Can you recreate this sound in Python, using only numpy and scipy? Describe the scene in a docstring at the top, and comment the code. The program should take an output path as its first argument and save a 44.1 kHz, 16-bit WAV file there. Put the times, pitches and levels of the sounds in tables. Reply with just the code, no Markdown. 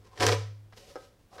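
"""A hard plastic sheath is pulled off a hedge trimmer's steel blade, close to one microphone in a garage.
It squeaks, scrapes and snags on the teeth, and each snag rings the hollow plastic and pushes the
blade, which hums on once it is free. The sheath then slips through the hand, knocks once, and drags
and clatters down onto a wooden bench. Behind it lie a short room tail and faint, steady air."""
import sys
import numpy as np
from scipy import signal
from scipy.fft import rfft, irfft
from scipy.io import wavfile

SR = 44100
rng = np.random.default_rng(int(sys.argv[2]) if len(sys.argv) > 2 else 0)


def wav_out(sig):
    """Save sig, one row per channel (or a flat mono array), as 16-bit PCM at SR to the path in sys.argv[1]."""
    wavfile.write(sys.argv[1], SR, np.round(np.clip(np.atleast_2d(sig).T, -1, 1) * 32767).astype(np.int16))


N = 61739

# teeth catching the sheath; levels are relative, here and in the tables below:
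# (time [s], hollow body [dB], wall clack [dB], crack [dB], fine snap [dB], push on the blade [dB])
CATCHES = [(.1763, -87, -36.5, -27.5, -48, -23), (.1995, -27, -30, -16, -31, -4),
           (0.2053, -6, -9.5, -11, -23, -21), (0.2121, -8.5, -6, -21, -29, -21),
           (0.2166, -13, -7, -21.5, -26.5, -22.5), (0.2216, -9.5, -11, -16, -22.5, -15),
           (.2245, -10.5, -6, -7, -20, -16.5), (.2300, -13.5, -13, -9.5, -10.5, -17),
           (0.2346, -4, -14, -11, -26, -13), (.2415, -8, -13, -14, -19.5, -1.5),
           (.2510, -14, -12.5, -14, -32, -18), (.2661, -6.5, -7, -3.5, -2.5, 4),
           (0.2763, -9, -16.5, -10.5, -16, -21.5), (0.285, -7, -8.5, -8, -17, -24),
           (0.2877, -8, -7.5, -13, -19, -13), (0.2926, -1.5, -8.5, -10.5, -29.5, 1.5),
           (.3050, -16, -20, -18.5, -27.5, -25), (0.3179, -6.5, -28, -9, -22, -14.5),
           (.3240, -19.5, -15, -7.5, -23, -20), (.3280, -6.5, -28, -17, -33, -16.5),
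           (.3310, -34, -26, -16.5, -34, -14), (0.342, -19, -12, -28, -35, -24)]
# modes of the hollow sheath: (frequency [Hz], level [dB], t60 [s])
SHEATH_MODES = [(260, -9.5, 0.097), (348, -10.5, 0.15), (402.4, -7.5, 0.1), (443, -3, 0.2),
                (504, 1.5, 0.11), (553, 1.5, 0.099), (745, -7.5, 0.096), (764.6, -10, 0.091),
                (865, -14.5, 0.02), (1009, -8, 0.053), (1030, -15.5, 0.032), (1070, -15, 0.033),
                (1290, -10, 0.058), (1578, -12, 0.16), (1916, -16, 0.077)]
# modes of its flat walls: (frequency [Hz], level [dB], t60 [s])
WALL_MODES = [(722, 0, .07), (800, -4, .05), (970, 2.5, 0.076), (1068, -6, 0.044), (1119, -4.5, 0.044),
              (1231, -3.5, .05)]
# modes of the steel teeth, deadened by the plastic: (frequency [Hz], level [dB], t60 [s])
TEETH_MODES = [(1650, -3, .045), (1900, -5, 0.035), (2200, -5.5, .045), (2428, -3.5, 0.061),
               (3197, 3.5, 0.027), (4640, 0, 0.026), (5155, 0, 0.056), (5700, -2, 0.09), (7290, 1, 0.02)]
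# crack of hard plastic: (frequency [Hz], level [dB])
CRACK_SPECTRUM = [(40, -7), (190, -30.5), (400, -0.5), (1100, -1), (1430, -4.5), (1750, 4), (2600, -2.5),
                  (3250, -1.5), (3900, -1), (5200, -1.5), (6600, -16.5), (9000, -26.5), (12500, -30),
                  (16000, -50.5)]
# the fine, bright snap on top of it: (frequency [Hz], level [dB])
SNAP_SPECTRUM = [(100, -44), (3000, -12), (5500, 8), (7500, 2), (11000, -11.5), (14000, -16.5),
                 (16000, -18.5)]


def snagging():
    """Close to the microphone, tooth after tooth catches the sheath and rings plastic and steel."""
    times, body_db, clack_db, crack_db, snap_db, _ = np.transpose(CATCHES)
    crack_force = contacts(times, crack_db, chatter_share=1, chatter_s=0.0052)
    body = through(contacts(times, body_db, chatter_share=0.088), ring(SHEATH_MODES))
    cracks = through(crack_force, colour(CRACK_SPECTRUM))
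    teeth = amp(-8) * through(crack_force, ring(TEETH_MODES))
    snaps = through(contacts(times, snap_db, chatter_share=1, chatter_s=0.0013), colour(SNAP_SPECTRUM))
    walls = amp(-2.5) * through(contacts(times, clack_db, chatter_share=0.3), ring(WALL_MODES))
    return amp(2.5) * (body + cracks + teeth + snaps + walls)


# sliding pressure on the blade: (time [s], level [dB])
SLIDE_LEVEL = [(0, -73), (.035, -71.5), (.068, -59.5), (.105, -74), (.135, -62), (.155, -63.5),
               (.18, -50.5), (.195, -45), (.206, -31.5), (.235, -30), (.258, -34), (.29, -29), (.31, -36.5),
               (.33, -39), (.35, -41), (.38, -82)]
# plastic scraping on steel: (frequency [Hz], level [dB])
SCRAPE_SPECTRUM = [(40, -6.5), (110, -2.5), (190, -18), (350, 5.5), (500, 0.5), (640, -22), (740, 2),
                   (850, -1), (1020, -1.5), (1250, -3.5), (1430, -7), (1800, -3.5), (3800, -8),
                   (5300, -6.5), (7000, -14.5), (11500, -22), (16000, -43.5)]
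# plastic squeaking on steel: (time [s], level [dB])
SQUEAK_LEVEL = [(.03, -80.5), (.06, -68.5), (.095, -85), (.118, -69), (.135, -52), (.15, -66.5),
                (.17, -79.5)]


def scraping(squeak_hz=1050, squeak_t60_s=0.075):
    """Tiny slips along the blade rasp, ring the hollow sheath and excite one squeaking mode."""
    grain = friction(slips_per_s=3500, spread_db=3.5)
    slips = grain * level(SLIDE_LEVEL)
    rasp = through(slips, colour(SCRAPE_SPECTRUM))
    body = amp(-1) * through(slips, ring(SHEATH_MODES))
    squeak = through(grain * level(SQUEAK_LEVEL), ring([(squeak_hz, 0, squeak_t60_s)]))
    return rasp + body + squeak


# modes of the steel blade: (frequency [Hz], level [dB], t60 [s], gain while sheathed [0-1])
BLADE_MODES = [(103.7, -31.5, 0.81, 1), (445.7, -29.5, 0.28, 0.091), (481.8, -28, 0.2, .1),
               (730, -58.5, 0.28, 0.3), (987, -59, 0.38, 0.24), (1308, -50.5, 0.44, .3),
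               (1590, -54.5, .28, .3)]


def blade_hum(flex_s=0.019, freed_at_s=0.37, freeing_s=0.13):
    """Every snag slowly flexes the blade and feeds its modes, which ring out once it is free."""
    t = np.arange(N) / SR
    pushes, hum = np.zeros(N), np.zeros(N)
    flex = unit(np.hanning(round(flex_s * SR)))
    for s, *_, push_db in CATCHES:
        add(pushes, s - flex_s / 2, (amp(push_db) * flex) ** 2)
    pushes[0] += amp(-24) ** 2  # the blade is already humming faintly
    freedom = np.clip(1 + (t - freed_at_s) / freeing_s, 0, 1)
    for hz, db, t60, sheathed in BLADE_MODES:
        energy_kept = amp(-120 / (t60 * SR))  # per sample
        energy = signal.lfilter([1], [1, -energy_kept], pushes)
        exposure = sheathed + (1 - sheathed) * freedom
        hum += amp(db) * exposure * np.sqrt(2 * energy) * np.sin(2 * np.pi * hz * t)
    return hum


# the sheath's knocks against hand and bench, with two quick echoes of the loudest:
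# (time [s], hollow tock [dB], clack [dB], crack [dB])
KNOCKS = [(0.725, -61, -29, -41), (.7310, -66, -32.5, -34), (.7760, -52, -52, -31),
          (0.9568, -11.5, -21.5, -42), (0.963, -13.5, -25, -54), (0.9734, -18, -34.5, -63),
          (0.9867, -32.5, -33, -63), (1.3645, -25, -42, -48), (1.381, -31, -22.5, -30),
          (1.3842, -35, -26, -39), (1.3902, -28, -25.5, -37), (1.3950, -34, -22, -32)]
# modes of the sheath's end striking wood: (frequency [Hz], level [dB], t60 [s])
TOCK_MODES = [(289, -9, 0.062), (415, -2.5, 0.13), (527, 8, 0.039), (740, -2.5, 0.076), (988, -18, 0.056),
              (1271, -15, 0.18), (1570, -24, 0.34), (1630, -15, .03), (1883, -34, 0.019), (5230, -11, .028)]
# dull clack of the sheath: (frequency [Hz], level [dB])
CLACK_SPECTRUM = [(60, -36), (200, -44), (520, -4), (760, 0), (900, -4), (1250, -1), (1900, -14),
                  (2500, -18.5), (5300, -24.5), (14000, -47)]


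def knocking():
    """The empty sheath knocks as it is lowered and set down on the bench near the microphone."""
    times, tock_db, clack_db, crack_db = np.transpose(KNOCKS)
    tocks = through(contacts(times, tock_db, chatter_share=0.013), ring(TOCK_MODES))
    clacks = through(contacts(times, clack_db, chatter_share=0.8), colour(CLACK_SPECTRUM))
    cracks = through(contacts(times, crack_db, chatter_share=0.99), colour(CRACK_SPECTRUM))
    return amp(1) * (tocks + clacks + cracks)


# the hand rubbing along the sheath: (time [s], level [dB])
RUB_LEVEL = [(.70, -79), (.758, -68), (.775, -52.5), (.81, -59.5), (.865, -60), (.905, -56), (.95, -63.5),
             (1.0, -63), (1.05, -62), (1.10, -74.5), (1.16, -85.5), (1.21, -75), (1.28, -88), (1.32, -67.5),
             (1.35, -58.5), (1.4, -66)]
# skin on plastic: (frequency [Hz], level [dB])
SKIN_SPECTRUM = [(60, -37), (200, 4), (480, -3.5), (660, -8), (800, -6.5), (1800, -3), (3500, -3),
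                 (5500, -2.5), (7500, -9.5), (12000, -15), (16000, -27)]


def rubbing():
    """The sheath slips through the hand: a soft, close hiss that also rings its hollow body."""
    slips = friction(slips_per_s=9000, spread_db=3) * level(RUB_LEVEL)
    return through(slips, colour(SKIN_SPECTRUM)) + amp(-1.5) * through(slips, ring(SHEATH_MODES))


# the sheath's end dragging over the bench: (time [s], level [dB])
DRAG_LEVEL = [(1.29, -91.5), (1.318, -62), (1.329, -49), (1.345, -57), (1.37, -55.5), (1.4, -46.5)]
# plastic on wood: (frequency [Hz], level [dB])
BENCH_SPECTRUM = [(60, -24.5), (280, -7), (400, -2), (540, -1), (650, -2), (770, 13.5), (900, -14),
                  (1020, 0), (1220, -2), (1600, -22), (3000, -22.5), (12000, -43)]


def dragging():
    """At the bench, the sheath's end slides briefly over the wood in tiny slips."""
    slips = friction(slips_per_s=9000, spread_db=3) * level(DRAG_LEVEL)
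    return through(slips, colour(BENCH_SPECTRUM))


# decay of the garage: (frequency [Hz], t60 [s])
GARAGE_T60 = [(100, 0.1), (500, 0.39), (1500, .42), (5000, 0.44), (9000, 0.38), (15000, 0.35)]


def garage(direct, wet_db):
    """The direct sound reaches the microphone first, then a diffuse tail dying band by band."""
    t = np.arange(SR // 2) / SR
    reflections = rng.standard_normal(len(t)) * np.clip((t - 0.003) / 0.0035, 0, 1)
    hz, s, bands = signal.stft(reflections, SR, nperseg=256)
    decay = amp(-60 * s / read(GARAGE_T60, hz)[:, None])
    tail = signal.istft(bands * decay, SR, nperseg=256)[1]
    return direct + amp(wet_db) * through(direct, unit(tail))


# room tone of the garage: (frequency [Hz], level [dB])
AIR_SPECTRUM = [(12, -37), (20, -1), (86, -2), (182, -10.5), (446, -15), (849, -22.5), (949, -23.5),
                (1220, -25), (5850, -35), (14700, -39.5), (16000, -39)]


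def air(rms_db=-62):
    """Faint, steady, low noise all around the microphone."""
    gain = amp(read(AIR_SPECTRUM, np.fft.rfftfreq(N, 1 / SR)))
    noise = irfft(rfft(rng.standard_normal(N)) * gain, N)
    return amp(rms_db) * unit(noise) * np.sqrt(N)


def contacts(times, dbs, chatter_share, chatter_s=0.0073, size=2048):
    """Force of contacts, each one's energy split between a sharp click and a dying chatter."""
    force, t = np.zeros(N), np.arange(size) / SR
    for s, db in zip(times, dbs):
        blow = np.sqrt(chatter_share) * unit(rng.standard_normal(size) * np.exp(-t / chatter_s))
        blow[0] -= np.sqrt(1 - chatter_share)  # the click
        add(force, s, amp(db) * blow)
    return force


def friction(slips_per_s, spread_db):
    """Random tiny slips of uneven size, rms 1."""
    sizes = amp(spread_db * np.minimum(rng.exponential(1, N), 4)) * rng.choice([-1, 1], N)
    slipping = rng.random(N) < slips_per_s / SR
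    return unit(sizes * slipping) * np.sqrt(N)


def ring(modes, bass_cut_hz=286):
    """The dying modes of a struck object, with the bass filtered out."""
    t = np.arange(SR // 3) / SR
    ringing = sum(amp(db - 60 * t / t60) * np.sin(2 * np.pi * hz * t) for hz, db, t60 in modes)
    return unit(signal.sosfilt(signal.butter(4, bass_cut_hz, "high", fs=SR, output="sos"), ringing))


def colour(spectrum, size=4096):
    """Causal impulse response with the given spectral shape."""
    log_gain = np.log(amp(read(spectrum, abs(np.fft.fftfreq(size, 1 / SR)))))
    minimum_phase = np.exp(np.conj(signal.hilbert(log_gain)))
    return unit(np.fft.ifft(minimum_phase).real[:size // 2])


def amp(db):
    """Decibels to gain."""
    return 10 ** (np.asarray(db) / 20)


def read(points, hz):
    """Interpolates a table on a log-frequency axis."""
    table_hz, values = np.transpose(points)
    return np.interp(np.log(hz + 1), np.log(table_hz + 1), values)


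def level(points):
    """A level curve as gain per sample, silent outside its span."""
    s, db = np.transpose(points)
    return amp(np.interp(np.arange(N) / SR, s, db, left=-200, right=-200))


def unit(x):
    """Scales to energy 1."""
    return x / (np.linalg.norm(x) + 1e-20)


def add(mix, s, sound):
    """Mixes a sound in at a time."""
    part = mix[max(round(s * SR), 0):][:len(sound)]
    part += sound[:len(part)]


def through(x, response):
    """Passes a sound through an impulse response."""
    return signal.fftconvolve(x, response)[:N]


def scene():
    """One microphone, close enough that the direct sound stands well above the garage's tail."""
    pull = garage(snagging() + scraping(), wet_db=-10)
    handling = garage(rubbing() + dragging(), wet_db=-10)
    knocks = garage(knocking(), wet_db=-10.5)
    return (pull + blade_hum() + handling + knocks + air())[None]


def record(dry):
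    """The recorder passes the microphone's signal up to 15.9 kHz."""
    lowpass = signal.firwin(401, 15900, window=("kaiser", 9), fs=SR)
    return signal.oaconvolve(dry, lowpass[None], "same")


dry = scene()
out = record(dry)
wav_out(out)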